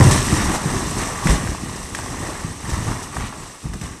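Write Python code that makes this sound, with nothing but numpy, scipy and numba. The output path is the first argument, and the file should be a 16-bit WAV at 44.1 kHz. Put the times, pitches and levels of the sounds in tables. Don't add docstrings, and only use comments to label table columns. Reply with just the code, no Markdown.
import sys
import numpy as np
from scipy import signal
from scipy.fft import rfft, irfft
from scipy.io import wavfile
from scipy.ndimage import uniform_filter1d
from numba import njit

SR = 44100
rng = np.random.default_rng(int(sys.argv[2]) if len(sys.argv) > 2 else 0)


def pcm_store(signal):
    levels = np.round(np.clip(np.atleast_2d(signal), -1, 1) * 32767)
    wavfile.write(sys.argv[1], SR, levels.astype(np.int16).T)


N = 176400

# t/s, level/dB, f/Hz, ring time/s
BOULDER_HITS = [(0.001, -3.5, 129, 0.026), (0.014, 3.5, 104, 0.055), (0.048, -4, 127, 0.12),
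                (0.068, -4, 100.6, 0.14), (0.267, -19, 222, 0.065), (0.325, -15, 302, 0.12),
                (0.403, -13, 197, 0.031), (0.654, -11, 152, 0.087), (0.968, -12.5, 108, 0.049),
                (1.255, -6.5, 172.6, .065), (1.289, -7, 52.6, 0.27), (1.437, -18.5, 195, 0.03),
                (1.454, -16, 96, 0.063), (1.488, -17, 74, .09), (1.634, -15, 185, 0.012),
                (2.445, -13.5, 126, 0.023), (2.497, -23.5, 172, 0.034), (2.727, -19, 90, 0.067),
                (2.786, -14, 117, 0.039), (2.821, -15, 109, 0.031), (2.876, -14.5, 134, 0.03),
                (2.9, -15.5, 110, 0.052), (3.179, -20, 155, 0.046), (3.205, -20, 48, 0.13),
                (3.23, -30, 204, 0.053), (3.653, -18, 146, 0.045), (3.739, -20, 64, 0.066),
                (3.752, -23.5, 190, 0.058), (3.813, -19.5, 144, 0.027)]
# t/s, rumble level/dB, stone level/dB, gravel level/dB
DEBRIS_FLOW = [(0.0, -7.5, -14, -22), (0.09, -18.5, -24, -22), (0.11, -11.5, -18.5, -25),
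               (0.24, -24, -28.5, -26.5), (0.33, -13.5, -23.5, -25), (0.37, -21.5, -24, -25.5),
               (0.5, -15, -24.5, -27.5), (0.56, -26, -29.5, -28), (0.59, -32, -31.5, -33),
               (0.66, -24, -28.5, -31), (0.69, -20, -25.5, -30), (0.95, -25, -32, -30),
               (0.99, -21, -26, -28), (1.07, -29, -29, -30.5), (1.22, -29, -29.5, -33.5),
               (1.26, -21, -26, -27.5), (1.31, -13, -21, -30), (1.4, -30, -32.5, -36),
               (1.49, -22.5, -31, -33), (1.59, -34, -37.5, -38), (1.65, -28, -35, -35.5),
               (1.94, -32.5, -37.5, -36.5), (1.95, -31, -35, -34.5), (2.19, -27, -32, -36),
               (2.23, -27.5, -32.5, -33.5), (2.42, -34, -33, -36.5), (2.44, -26.5, -35, -36.5),
               (2.58, -37, -40, -39.5), (2.73, -19.5, -29.5, -34), (2.84, -27.5, -34, -34),
               (2.91, -19, -28.5, -33), (2.94, -30, -32, -35), (3.11, -36, -38.5, -41),
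               (3.16, -27, -31.5, -34), (3.24, -24.5, -32.5, -38), (3.32, -44, -43, -43),
               (3.41, -30.5, -37, -39), (3.61, -55, -46.5, -43), (3.65, -24, -40, -40.5),
               (3.72, -27.5, -45, -44.5), (3.74, -25, -38, -41), (3.8, -47, -53, -42.5),
               (3.83, -26.5, -35.5, -42.5), (4.0, -43, -45, -43.5)]
# t/s, level/dB, f/Hz, splinter level/dB
STONE_CRACKS = [(0.007, -19, 900, -32), (0.111, -22, 1220, -17), (0.412, -22, 2070, -27),
                (1.271, -14, 1900, -25), (1.474, -23.5, 1740, -38), (1.949, -19, 1860, -27),
                (1.989, -20, 887, -43.5), (2.882, -25, 1120, -37), (3.168, -17.5, 1060, -35),
                (3.326, -25, 1000, -50), (3.735, -30.5, 1150, -35), (3.813, -34.5, 2000, -31.5)]
# multiple of its pitch, level/dB
STONE_TONES = [(.72, -2.5), (.91, 1), (1.07, 3.5), (1.26, -4), (1.7, -5)]
# t/s, length/s, level/dB, f/Hz
RUBBLE_LOADS = [(0.39, .04, -33, 1700), (0.476, .035, -28, 900), (0.522, 0.04, -22.5, 700),
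                (0.978, 0.07, -33.5, 1620), (1.278, 0.034, -28, 1700), (1.267, 0.078, -24, 226),
                (3.32, .03, -39, 1000), (2.19, 0.12, -33, 510), (2.881, 0.056, -32.5, 670),
                (3.164, .075, -52, 330), (3.192, 0.09, -38.5, 2140), (3.378, 0.055, -48, 920),
                (3.828, .045, -48, 1980)]
# t/s, level/dB, time to fade to about a third/s
GRAVEL_SPRAYS = [(0.113, -19.5, 0.024), (0.535, -28.5, 0.023), (1.29, -27, 0.056), (2.69, -26.5, 0.01),
                 (3.025, -28.5, 0.011), (3.255, -37, .022), (3.83, -35, 0.023)]
# f/Hz, level/dB
EARTH_COLOUR = [(12, -38), (20, -2), (37, -3.5), (54, -1), (81, -1.5), (167, -4.5), (241, -4.5), (330, -7),
                (535, -30.5), (600, -30), (780, -20), (1320, -120)]
# f/Hz, level/dB
STONES_VIA_MIC = [(240, -7.5), (400, -0.5), (557, -7), (1140, -0.5), (1460, -10.5), (1880, -3.5),
                  (2420, -15), (2760, -31), (3200, -16), (4160, -47), (7040, -120)]
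# f/Hz, level/dB
GRAVEL_VIA_MIC = [(1410, -34.5), (2400, -5.5), (2760, -3.5), (3300, -9), (3570, -5), (4730, -7.5),
                  (5730, -0.5), (6040, -0.5), (6950, -5.5), (8230, 2), (9540, -8), (11000, -10.5),
                  (14000, -24)]

THUD_ATTACK_S, THUD_GRIT = 0.0022, 0.18
CLODS_PER_S, STONES_PER_S, GRAVEL_PER_S, CHINKS_PER_S = 420, 1900, 7000, 2500
RUMBLE_DB, STONES_DB, GRAVEL_DB = -2.5, -1, -1
CHINK_DB = -4
CRACK_RING_S, CRACK_GRIT, SPLINTER_S = 0.025, 0.33, 0.0093
CRASH_ATTACK_S, CRASH_RELEASE_S, CRASH_BAND_RATIO, CRASH_HITS_PER_S = 0.0084, 0.0041, 1.93, 2200
WALL_DELAY_S, WALL_RING_S, WALL_DB = .03, 0.35, -13
LOW_CUT_HZ, TOP_HZ = 30, 14000
CEILING, KNEE = .74, 4


def boulders(t):
    out = np.zeros(N)
    crunch = unit(band(rng.standard_normal(N), 85, 368))
    for start, db, hz, ring_s in BOULDER_HITS:
        age = np.maximum(t - start, 0)
        shape = (1 - np.exp(-age / THUD_ATTACK_S)) ** 2 * fade(age, ring_s)
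        thud = np.sin(2 * np.pi * hz * age) + THUD_GRIT * crunch
        out += undb(db) * shape / shape.max() * thud
    return out


def rumble():
    blows = colour(shower(CLODS_PER_S, 13.4, 590, cycles=1.72, scatter_db=-2.5), EARTH_COLOUR)
    loudness = np.sqrt(uniform_filter1d(blows ** 2, size=4000) + 1e-18)
    steady = blows / loudness
    return steady * falling(column=1) * undb(RUMBLE_DB)


def stones():
    knocks = colour(shower(STONES_PER_S, 356, 3470, cycles=8.5, scatter_db=-2.0), STONES_VIA_MIC)
    return unit(knocks) * falling(column=2) * undb(STONES_DB + 0.33 * wander(per_s=27))


def cracks(t):
    out = np.zeros(N)
    splinters = unit(colour(rng.standard_normal(N), GRAVEL_VIA_MIC))
    age = t[:SR // 10]
    shape = fade(age, CRACK_RING_S)
    for start, db, hz, splinter_db in STONE_CRACKS:
        tones = 0
        for ratio, tone_db in STONE_TONES:
            tone_hz = hz * ratio * (1 + 0.03 * rng.standard_normal())
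            tones += undb(tone_db) * np.sin(2 * np.pi * (tone_hz * age + rng.random()))
        grit = unit(band(rng.standard_normal(len(age)), hz / 1.35, hz * 1.5))
        body = (unit(tones) + CRACK_GRIT * grit) * shape
        body = unit(body) * np.sqrt(np.mean(shape ** 2))
        first = int(start * SR)
        span = slice(first, first + len(age))
        tick = splinters[span] * np.exp(-age / SPLINTER_S)
        out[span] += undb(db) * body + undb(splinter_db) * tick
    return out


def gravel(t):
    grit = unit(shower(GRAVEL_PER_S, 2010, 15100, cycles=4.9, scatter_db=-2.5))
    chips = unit(shower(CHINKS_PER_S, 2019, 15190, cycles=190, scatter_db=2.0))
    ticks = unit(colour(grit + undb(CHINK_DB) * chips, GRAVEL_VIA_MIC))
    flow = falling(column=3) * undb(GRAVEL_DB + 0.41 * wander(per_s=45))
    for start, db, decay_s in GRAVEL_SPRAYS:
        age = np.maximum(t - start, 0)
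        flow += undb(db) * (1 - np.exp(-age / 0.0062)) * np.exp(-age / decay_s)
    return ticks * flow


def crashes(t):
    out = np.zeros(N)
    rubble = shower(CRASH_HITS_PER_S, 100, 4600, cycles=3.3, scatter_db=3.5)
    for start, length, db, hz in RUBBLE_LOADS:
        age = np.maximum(t - start, 0)
        rise = 1 - np.exp(-age / CRASH_ATTACK_S)
        ending = np.exp(-np.maximum(age - length, 0) / CRASH_RELEASE_S)
        tumble = unit(band(rubble, hz / CRASH_BAND_RATIO, hz * CRASH_BAND_RATIO))
        out += undb(db) * rise * ending * tumble
    return out


def wall_echo(x, t):
    age = t - WALL_DELAY_S
    scatter = band(rng.standard_normal(N), 90, 4600, order=1)
    tail = scatter * (age > 0) * fade(abs(age), WALL_RING_S)
    return undb(WALL_DB) * signal.fftconvolve(x, tail / np.linalg.norm(tail))[:N]


def shower(per_s, lo_hz, hi_hz, cycles, scatter_db):
    count = int(per_s * N / SR)
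    when, pitch, length, size, sign = rng.random((60000, 5))[:count].T
    hz = lo_hz + (hi_hz - lo_hz) * pitch
    strength = undb(-scatter_db * np.log(0.018 + size))
    gain = np.sqrt(hz) * np.sign(sign - .5) * strength
    return ring(when * N, hz, cycles * (.5 + length), gain)


@njit
def ring(start, hz, cycles, gain):
    out = np.zeros(N)
    for k in range(len(start)):
        step = hz[k] / SR
        tone = gain[k] + 0j
        turn_and_shrink = np.exp(step * (2j * np.pi - 6.9 / cycles[k]))
        for i in range(int(start[k]), min(N, int(start[k] + cycles[k] / step))):
            out[i] += tone.imag
            tone *= turn_and_shrink
    return out


def falling(column):
    rows = np.array(DEBRIS_FLOW)
    return undb(np.interp(np.arange(N) / SR, rows[:, 0], rows[:, column]))


def wander(per_s):
    hold = max(int(SR / per_s), 2)
    steps = np.repeat(rng.standard_normal(2000), hold)[:N]
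    return unit(uniform_filter1d(steps, hold))


def colour(x, points, skirt_db=30):
    hz, db = np.array(points).T
    octave = np.log2(np.maximum(np.arange(N + 1) * SR / (2 * N), 1))
    knots = np.log2(hz)
    outside = np.maximum(knots[0] - octave, 0) + np.maximum(octave - knots[-1], 0)
    gain = undb(np.interp(octave, knots, db) - skirt_db * outside)
    cepstrum = irfft(np.log(gain + 1e-4))
    response = np.exp(rfft(2 * cepstrum[:N], 2 * N))
    return irfft(rfft(x, 2 * N) * response)[:N]


def band(x, lo_hz, hi_hz, order=2):
    return signal.sosfilt(signal.butter(order, [lo_hz, hi_hz], "band", fs=SR, output="sos"), x)


def fade(age, ring_s):
    return np.exp(-np.log(1000) * age / ring_s)


def undb(db):
    return 10 ** (np.asarray(db) / 20)


def unit(x):
    return x / np.sqrt(np.mean(x ** 2))


def scene():
    t = np.arange(N) / SR
    rockfall = rumble() + stones() + gravel(t) + boulders(t) + crashes(t) + cracks(t)
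    return (rockfall + wall_echo(rockfall, t))[None]


def record(dry):
    heard = signal.sosfilt(signal.butter(2, LOW_CUT_HZ, "high", fs=SR, output="sos"), dry)
    flattened = heard / (1 + abs(heard / CEILING) ** KNEE) ** (1 / KNEE)
    return signal.sosfilt(signal.ellip(10, .2, 80, TOP_HZ, fs=SR, output="sos"), flattened)


dry = scene()
out = record(dry)
pcm_store(out)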